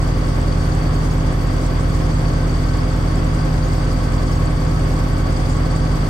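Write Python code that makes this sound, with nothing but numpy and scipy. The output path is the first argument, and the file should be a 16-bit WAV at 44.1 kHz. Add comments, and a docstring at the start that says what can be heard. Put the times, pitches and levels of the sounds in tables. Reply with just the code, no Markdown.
"""Wooden trolley car, standing, engine running.

Four-cylinder firings drone through the body. A belt-driven machine, probably a pump, hums just under
five times the cycle rate and beats with them. Clatter repeats each cycle, a panel clanks, a gear sings,
a metal fitting rattles and squeaks, a loose part ticks in limping pairs, and cooling air rushes."""
import sys
import numpy as np
from scipy.fft import rfft, irfft, next_fast_len
from scipy.io import wavfile
from scipy.ndimage import map_coordinates

SR = 44100
rng = np.random.default_rng(int(sys.argv[2]) if len(sys.argv) > 2 else 0)


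def log_audio(samples):
    """Write samples as a 16-bit WAV file to the path given in sys.argv[1]."""
    # one column per channel
    frames = np.atleast_2d(samples).T
    # limit to full scale, then quantise
    limited = np.clip(frames, -1, 1)
    pcm = np.round(limited * 32767).astype(np.int16)
    wavfile.write(sys.argv[1], SR, pcm)


N = 268569

CYLINDERS, PUMP_STROKES_PER_CYCLE = 4, 4.9743  # cycle = two crank turns
SHAKE_DELAY_FIRINGS = 0.78
TOP_HZ = 15800

# Crankshaft speed: time_s, speed_rpm
CRANK_SPEED = [(0, 1247.6), (2.5, 1247.8), (3.2, 1244.6), (6.09, 1242)]
# Firing drone: firing_harmonic, level_db
FIRING_HARMONICS = [(1, -20), (2, -25), (3, -25.5), (4, -33.5), (5, -48.5), (6, -41.5), (7, -51.5),
                    (8, -46.5), (9, -46.5), (10, -51.5)]
# Pump hum: stroke_harmonic, level_db
PUMP_HARMONICS = [(1, -29.5), (2, -29), (3, -25.5), (4, -37.5), (5, -32.5), (6, -35.5), (7, -47), (8, -45),
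                  (10, -40)]
# Lines from unequal cylinders: cycle_harmonic, level_db
LOPE_HARMONICS = [(6, -48), (7, -36), (9, -46), (11, -46), (13, -47), (14, -50), (15, -36), (17, -46),
                  (18, -41), (19, -48), (21, -49), (22, -46), (23, -44), (26, -44.5), (27, -43.5),
                  (28, -46.5), (29, -44), (31, -44), (32, -43.5), (38, -46.5)]
# Driven parts, probably gears and fan blades: cycle_harmonic, level_db
WHINE_HARMONICS = [(52, -47.5), (72, -47.5), (85, -52), (106, -49.5), (109, -54.5), (125, -53.5),
                   (148, -52.5)]
# Clatter through the body: freq_hz, relative_density_db
CLATTER_SPECTRUM = [(60, -32), (130, -6), (280, -4.5), (450, -6), (680, -1.5), (930, -14.5), (1130, -5.5),
                    (1380, -19.5), (1560, -13), (2100, -13.5), (2500, -21), (3400, -22), (6000, -50.5)]
# Engine cover ring: freq_hz, width_hz, relative_db
COVER_MODES = [(1573, 13, 1.5), (1697, 27, -2), (2010, 22, -1), (2160, 25, 3.5), (2215, 22, 1),
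               (3180, 30, -8), (3335, 35, -4), (4150, 30, -10)]
# Panel knocks: place_cycles, first_relative_db, last_relative_db
PANEL_KNOCKS = [(.07, -1, -8), (.31, -2.5, -7), (.485, -6, -6.5), (.645, -4.5, 4)]
# Panel ring: freq_hz, width_hz, relative_db
PANEL_MODES = [(1103, 48, 5), (1147, 52, -9), (1270, 50, -9), (1550, 45, -9)]
# Gear tone: time_s, pitch_hz, level_db
GEAR_TONE = [(0, 1097, -56), (3.5, 1104, -54), (4.1, 1113, -48), (5.1, 1126, -45.5), (6.09, 1127, -47.5)]
# Fitting's main ring: freq_hz, width_hz, relative_db
FITTING_MAIN_MODES = [(3474, 70, -5), (4510, 25, 3), (4534, 27, 9), (4600, 25, 4.5), (5285, 33, 1)]
# Fitting's upper ring: freq_hz, width_hz, relative_db
FITTING_UPPER_MODES = [(4660, 37, 1), (4540, 35, -12), (4743, 21, 13), (4825, 32, -1), (4790, 36, 2)]
# Rattle strength: time_s, main_relative_db, upper_relative_db
RATTLE_LEVELS = [(0, -47, -52), (.65, -46.5, -54), (1.1, -49.5, -55), (1.55, -49, -52), (2.2, -46, -54),
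                 (2.5, -45.5, -56), (2.9, -48.5, -52), (3.9, -47.5, -50.5), (4.35, -48, -54.5),
                 (5.4, -49.5, -49.5), (6.09, -46.5, -51)]
# Shake of the fitting, per cylinder: relative_db
CYLINDER_SHAKE_DB = [-1.5, 1, 1, 1]
# Fitting squeaks: centre_s, sigma_s, level_db
SQUEAKS = [(.305, .012, -53), (1.84, .015, -54), (2.03, .01, -49), (2.81, .011, -48), (3.185, .014, -49),
           (3.775, .014, -51), (4.322, .008, -52), (5.01, .015, -52), (5.817, 0.0082, -52)]
# Loose part's taps: start_s, relative_db
TAPS = [(0.0273, -38), (0.0762, -35), (0.2688, -38), (0.3631, -39), (0.413, -38), (0.6055, -38),
        (0.7497, -37), (0.841, -42), (0.8924, -41), (0.9423, -36), (1.1353, -39), (1.1792, -41),
        (1.3269, -40), (1.4701, -38), (1.6142, -41), (1.6631, -37), (1.8073, -37), (1.8991, -39),
        (1.951, -41), (1.9999, -40), (2.1425, -39), (2.1929, -36), (2.3346, -39), (2.5277, -40),
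        (2.577, -39), (2.6204, -45), (2.7691, -39), (2.9128, -37), (2.9622, -39), (3.1557, -32),
        (3.245, -37), (3.3483, -37), (3.5409, -39), (3.6835, -39), (3.7334, -36), (3.7788, -42),
        (3.927, -36), (4.0711, -42), (4.12, -36), (4.1639, -40), (4.263, -40), (4.3126, -36), (4.356, -38),
        (4.4563, -34), (4.5037, -43), (4.6004, -39), (4.6488, -39), (4.7443, -38), (4.794, -37),
        (4.9387, -36), (4.9886, -37), (5.131, -37), (5.1811, -37), (5.3248, -38), (5.3737, -40),
        (5.5677, -36), (5.7119, -42), (5.7618, -33), (5.9549, -38), (6.0442, -41)]
# Loose part's ring: freq_hz, relative_db, t60_s
LOOSE_MODES = [(6900, -10, 0.05), (7700, -4.5, 0.034), (7890, 1, 0.016), (8300, -12, 0.07)]
# Soft scrape: centre_s, sigma_s, level_db
SCRAPE_SWELL = [(5.522, 0.024, -42)]
# Scrape noise: freq_hz, relative_density_db
SCRAPE_SPECTRUM = [(4000, -30), (6300, -7), (7500, 4), (8500, -2), (11000, -30), (16000, -35)]
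# Cooling air and body rumble: freq_hz, relative_density_db
AIR_SPECTRUM = [(20, -25), (45, -10.5), (85, 1), (125, -9), (280, -10), (450, -10), (900, -14.5),
                (1150, -13.5), (2000, -23.5), (2500, -29), (3400, -29), (4200, -39), (8000, -87)]
# High hiss with a deep gap near 10 kHz: freq_hz, relative_density_db
HISS_SPECTRUM = [(2000, -17), (3800, 2.5), (4800, 9.5), (5700, 7), (6700, 0.5), (7200, 1), (7900, 2),
                 (9200, 1), (10200, -48), (15800, -7)]
# Running-gear whistles: freq_hz, width_hz, relative_db
WHISTLE_MODES = [(6030, 23, -6.5), (6250, 22, -0.5), (6670, 38, 2), (8080, 28, 0.5), (8430, 33, -2.5),
                 (9100, 22, -3), (9330, 20, -1)]
# Sizzle above the hiss: freq_hz, relative_density_db
SIZZLE_SPECTRUM = [(5000, -18), (10600, -42), (11300, 4.5), (12000, 2), (13000, -6), (15800, -18)]
# Cabin stereo width: freq_hz, side_minus_mid_db
CABIN_WIDTH = [(40, -56), (90, -12), (170, -2.5), (350, -3.5), (700, 0), (1400, 1.5), (6000, -1.5),
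               (9000, -1.5), (12000, 1.5)]


def firing_drone(cycle):
    """Firing pulses drone through the body."""
    harmonics = [(CYLINDERS * round(k), db) for k, db in FIRING_HARMONICS]
    return hum(cycle + 0.035, harmonics, waver_db=0.19, jitter_turns=0.00066, lead_rad=18.3,
               lag_rad=0.02461)


def pump(cycle):
    """Pump strokes hum; the fundamental beats with the firings near 10 Hz."""
    strokes = PUMP_STROKES_PER_CYCLE * cycle + 0.057
    tone = hum(strokes, PUMP_HARMONICS, waver_db=0.29, jitter_turns=0.0038, lead_rad=11.7, lag_rad=0.42)
    return tone * pan(left_db=-3)


def lope(cycle):
    """Unequal cylinders add weak lines that beat slowly with the pump."""
    return hum(cycle + 0.481, LOPE_HARMONICS, waver_db=0.35, jitter_turns=0.0004, lead_rad=-11,
               lag_rad=0.0465)


def whine(cycle):
    """Gears and fan blades sing at high cycle harmonics, blurred by play in the drive."""
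    return hum(cycle, WHINE_HARMONICS, waver_db=0.34, jitter_turns=0.0019, lead_rad=0, lag_rad=0)


def clatter(cycle, level_db, uneven_db):
    """Pistons, valves and gears knock through the body."""
    gain = amp(level_db + uneven_db * wobble(40))
    return gain * cabin(knocks(cycle, jitter_cycles=0.00075), CLATTER_SPECTRUM)


def covers(cycle, level_db):
    """Engine knocks ring the thin covers."""
    return amp(level_db) * ringing(knocks(cycle, jitter_cycles=0.0007), COVER_MODES)


def panel(cycle, level_db, scatter_cycles):
    """A panel clanks at set places in each cycle; one knock grows, the others fade."""
    place, first_db, last_db = np.transpose(PANEL_KNOCKS)
    index = np.arange(int(cycle[-1]) + 1)[:, None]
    knock_db = first_db + (last_db - first_db) * index / len(index)
    offsets = scatter_cycles * rng.standard_normal((2, *knock_db.shape))
    hits = np.array([blows(cycle, index + place + offset, knock_db) for offset in offsets])
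    ring = filtered(hits, lambda hz: resonances(PANEL_MODES, hz) * blunt(hz, soft_hz=1750))
    return amp(level_db) * unit(ring)


def gear(pulse_hz, pulse_db, blur_turns):
    """A gear sings in quick pulses, growing louder and slightly higher."""
    pitch_hz, level_db = curves(GEAR_TONE)
    swell_db = pulse_db * np.cos(2 * np.pi * (pulse_hz * np.arange(N) / SR + 0.04 * wobble(2.8)))
    turns = np.array([np.cumsum(pitch_hz) / SR + blur_turns * wobble(45) for ear in range(2)])
    return amp(level_db) * unit(amp(swell_db) * np.sin(2 * np.pi * turns))


def fitting(cycle):
    """A metal fitting on the left chatters; its two mode groups swell separately."""
    main_db, upper_db = curves(RATTLE_LEVELS)
    main = rattle(cycle, FITTING_MAIN_MODES, main_db - 2.7, uneven_db=1.5, noise_db=-10, early_firings=0)
    upper = rattle(cycle, FITTING_UPPER_MODES, upper_db, uneven_db=2.5, noise_db=-3, early_firings=0.0396)
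    return main + upper + amp(main_db - 7.5) * sing(cycle, pitch_hz=4540, throb_db=6, blur_turns=0.15)


def rattle(cycle, modes, level_db, uneven_db, noise_db, early_firings):
    """Each firing throws the fitting against its seat to bounce and ring; the pump helps or hinders."""
    gap_firings, scatter_firings, bounce_loss_db = 0.12, 0.015, 0.5
    pump_swell_db, pump_shift_firings = 2.5, 0.06
    firing = np.arange(int(CYLINDERS * cycle[-1]) + 1)[:, None]
    bounce = np.arange(4)
    due = firing + SHAKE_DELAY_FIRINGS
    pump_rad = 2 * np.pi * (2 * PUMP_STROKES_PER_CYCLE * due / CYLINDERS - 0.047)  # twice a stroke
    shake_db = np.take(CYLINDER_SHAKE_DB, firing % CYLINDERS) + pump_swell_db * np.cos(pump_rad)
    thrown = due - early_firings - pump_shift_firings * np.sin(pump_rad)
    contacts = []
    for late, force in rng.standard_normal((2, 2, len(firing), len(bounce))):
        place = (thrown + gap_firings * bounce + scatter_firings * (1 + bounce) * late) / CYLINDERS
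        contacts.append(blows(cycle, place, shake_db - bounce_loss_db * bounce + uneven_db * force))
    drive = np.array(contacts) + amp(noise_db) * noise()
    near, far = filtered(drive, lambda hz: resonances(modes, hz) * blunt(hz, soft_hz=6800))
    return amp(level_db) * np.array([unit(near), unit(near + far)]) * pan(left_db=10.5)


def sing(cycle, pitch_hz, throb_db, blur_turns):
    """The fitting's main mode rings on, topped up by each firing."""
    firing_rad = 2 * np.pi * (CYLINDERS * cycle - SHAKE_DELAY_FIRINGS - 0.2)
    turns = pitch_hz * np.arange(N) / SR + blur_turns * wobble(25)
    tone = np.sin(2 * np.pi * turns + 0.35 * np.sin(firing_rad))
    swell_db = throb_db * np.cos(firing_rad) + 1.4 * wobble(30)
    return unit(amp(swell_db) * tone) * pan(left_db=12)


def squeaks(pitch_hz, rough_turns):
    """The fitting rubs now and then: short, slightly rough tones."""
    turns = pitch_hz * np.arange(N) / SR + rough_turns * wobble(150)
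    return swells(SQUEAKS) * np.sqrt(2) * np.sin(2 * np.pi * turns) * pan(left_db=12)


def ticks(gain_db, snap_gain, snap_t60_s, attack_s, soft_hz):
    """A loose part on the right taps in limping pairs; mode strengths vary per tap."""
    t = np.arange(SR // 12) / SR
    mode_hz, mode_db, t60_s = np.transpose(LOOSE_MODES)[:, :, None]
    attack = 1 - np.exp(-t / attack_s)
    out = np.zeros(N + len(t))
    for start_s, tap_db in TAPS:
        decay = amp(mode_db + 1.2 * rng.standard_normal(mode_hz.shape) - 60 * t / t60_s)
        ring = np.sum(decay * np.sin(2 * np.pi * (mode_hz * t + rng.random(mode_hz.shape))), axis=0)
        snap = snap_gain * amp(-60 * t / snap_t60_s) * rng.standard_normal(len(t))
        out[round(start_s * SR):][:len(t)] += amp(gain_db + tap_db) * (ring + snap) * attack
    light_contact = lambda hz: 1 / np.sqrt(1 + (hz / soft_hz) ** 8)
    return filtered(out[:N], light_contact) * pan(left_db=-9)


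def jingle(cycle, level_db, throb_db, uneven_db):
    """The loose part also jingles softly, twice a cycle."""
    modes = [(hz, 3 * np.log(10) / (np.pi * t60_s), db) for hz, db, t60_s in LOOSE_MODES]
    swell_db = throb_db * np.cos(4 * np.pi * (cycle - 0.32)) + uneven_db * wobble(90)
    return amp(level_db + swell_db) * ringing(rng.standard_normal(N), modes) * pan(left_db=-9)


def scrape():
    """Something slides briefly in the car."""
    return swells(SCRAPE_SWELL) * cabin(noise(), SCRAPE_SPECTRUM)


def cooling_air(level_db):
    """Cooling air rushes evenly over the body's rumble."""
    gain = amp(level_db + 0.12 * wobble(3.3) + 0.43 * wobble(40))
    return gain * cabin(noise(), AIR_SPECTRUM) * pan(left_db=0.1)


def running_gear(cycle, hiss_db, whistle_db, throb_db, flutter_db):
    """Running gear hisses and whistles faintly, fluttering, with a slight swell each cycle."""
    throb = throb_db * np.cos(2 * np.pi * (cycle + 0.055))
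    swell_db = throb + flutter_db * wobble(60) + 0.33 * wobble(6.3)
    hiss = amp(hiss_db) * cabin(noise(), HISS_SPECTRUM) * pan(left_db=3)
    whistle = amp(whistle_db) * ringing(noise(), WHISTLE_MODES)
    return amp(swell_db) * (hiss + whistle)


def sizzle(cycle, level_db, throb_db, uneven_db):
    """A fine sizzle puffs unevenly, once a cycle."""
    swell_db = throb_db * np.cos(2 * np.pi * (cycle - 0.96)) + uneven_db * wobble(16)
    return amp(level_db + swell_db) * cabin(noise(), SIZZLE_SPECTRUM)


def cabin(pair, spectrum):
    """Two unrelated signals to a coloured stereo field, rms 1: bass centred, treble diffuse."""
    def mid_side(hz):
        angle = np.arctan(amp(along(CABIN_WIDTH, hz)))
        return amp(along(spectrum, hz)) * np.array([np.cos(angle), np.sin(angle)])
    mid, side = filtered(pair, mid_side)
    return unit(np.array([mid + side, mid - side]))


def hum(turns, harmonics, waver_db, jitter_turns, lead_rad, lag_rad):
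    """Harmonics of a repeating push; the body shifts the lowest and delays the highest."""
    turns = turns + jitter_turns * wobble(14)
    out = np.zeros(N)
    for k, db in harmonics:
        gain = amp(db + waver_db * np.sqrt(k) * wobble(12))
        out += gain * np.cos(2 * np.pi * round(k) * turns + lead_rad / k - lag_rad * k * k)
    return np.sqrt(2) * out


def knocks(cycle, jitter_cycles):
    """Two dense runs of tiny knocks, repeated each cycle with jitter, rms 1."""
    size = int(N / (cycle[-1] - cycle[0]))
    place = (cycle + jitter_cycles * wobble(40)) * size
    runs = irfft(np.exp(2j * np.pi * rng.random((2, size // 2 + 1))), size)
    return unit(np.array([np.interp(place, np.arange(size), run, period=size) for run in runs]))


def blows(cycle, place_cycles, relative_db):
    """Impulses at given places in the engine's run, rms 1."""
    samples = np.searchsorted(cycle, place_cycles.ravel())
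    return unit(np.bincount(samples, amp(relative_db).ravel(), N + 1)[:N])


def blunt(hz, soft_hz):
    """Low-pass response of a blunt contact."""
    return 1 / (1 + (hz / soft_hz) ** 6)


def resonances(modes, hz):
    """Response of (freq_hz, width_hz, gain_db) modes."""
    return sum(amp(db) * 1j * hz * width / (freq * freq - hz * hz + 1j * hz * width)
               for freq, width, db in modes)


def ringing(drive, modes):
    """Driven modes, rms 1."""
    return unit(filtered(drive, lambda hz: resonances(modes, hz)))


def swells(rows):
    """Gaussian envelopes, summed."""
    t = np.arange(N) / SR
    return sum(amp(db) * np.exp(-0.5 * ((t - centre_s) / sigma_s) ** 2) for centre_s, sigma_s, db in rows)


def curves(rows):
    """Per-sample values of each column after time_s."""
    time_s, *columns = np.transpose(rows)
    return [np.interp(np.arange(N) / SR, time_s, column) for column in columns]


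def along(points, hz):
    """(freq_hz, value) points read on a log axis."""
    freq_hz, values = np.transpose(points)
    return np.interp(np.log(hz + 1), np.log(freq_hz + 1), values)


def filtered(x, response):
    """Apply a frequency response."""
    size = next_fast_len(N + 8192)
    return irfft(rfft(x, size) * response(np.fft.rfftfreq(size, 1 / SR)), size)[..., :N]


def wobble(knot_hz):
    """Smooth random curve."""
    knots = rng.standard_normal(int(N * knot_hz / SR) + 4)
    return map_coordinates(knots, [np.arange(N) * knot_hz / SR])


def noise():
    """Two unrelated white noises."""
    return rng.standard_normal((2, N))


def pan(left_db):
    """Channel gains for a left-minus-right level."""
    return amp([[left_db / 2], [-left_db / 2]])


def amp(db):
    """Decibels to gain."""
    return 10 ** (np.asarray(db) / 20)


def unit(x):
    """Scale to rms 1."""
    return x / np.sqrt(np.mean(x ** 2) + 1e-20)


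def scene():
    """Engine, shaken parts and air; the crank speed sags very slightly."""
    speed_rpm, = curves(CRANK_SPEED)
    cycle = 0.015 + np.cumsum(speed_rpm) / 120 / SR  # cycles elapsed
    engine = firing_drone(cycle) + pump(cycle) + lope(cycle) + whine(cycle)
    engine += clatter(cycle, level_db=-33.5, uneven_db=1.53)
    air = cooling_air(level_db=-27.5)
    air += running_gear(cycle, hiss_db=-44, whistle_db=-49.5, throb_db=0.27, flutter_db=1.34)
    air += sizzle(cycle, level_db=-57, throb_db=2, uneven_db=1.5)
    parts = fitting(cycle) + squeaks(pitch_hz=5310, rough_turns=0.15)
    parts += ticks(gain_db=0.4, snap_gain=0.18, snap_t60_s=0.037, attack_s=0.00038, soft_hz=9300)
    parts += covers(cycle, level_db=-48)
    parts += jingle(cycle, level_db=-60.5, throb_db=3.5, uneven_db=2)
    parts += gear(pulse_hz=8.2, pulse_db=4, blur_turns=0.14)
    parts += panel(cycle, level_db=-44, scatter_cycles=0.0019)
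    return engine + parts + scrape() + air


def record(dry):
    """Cut everything above TOP_HZ."""
    return filtered(dry, lambda hz: hz < TOP_HZ)


dry = scene()
out = record(dry)
log_audio(out)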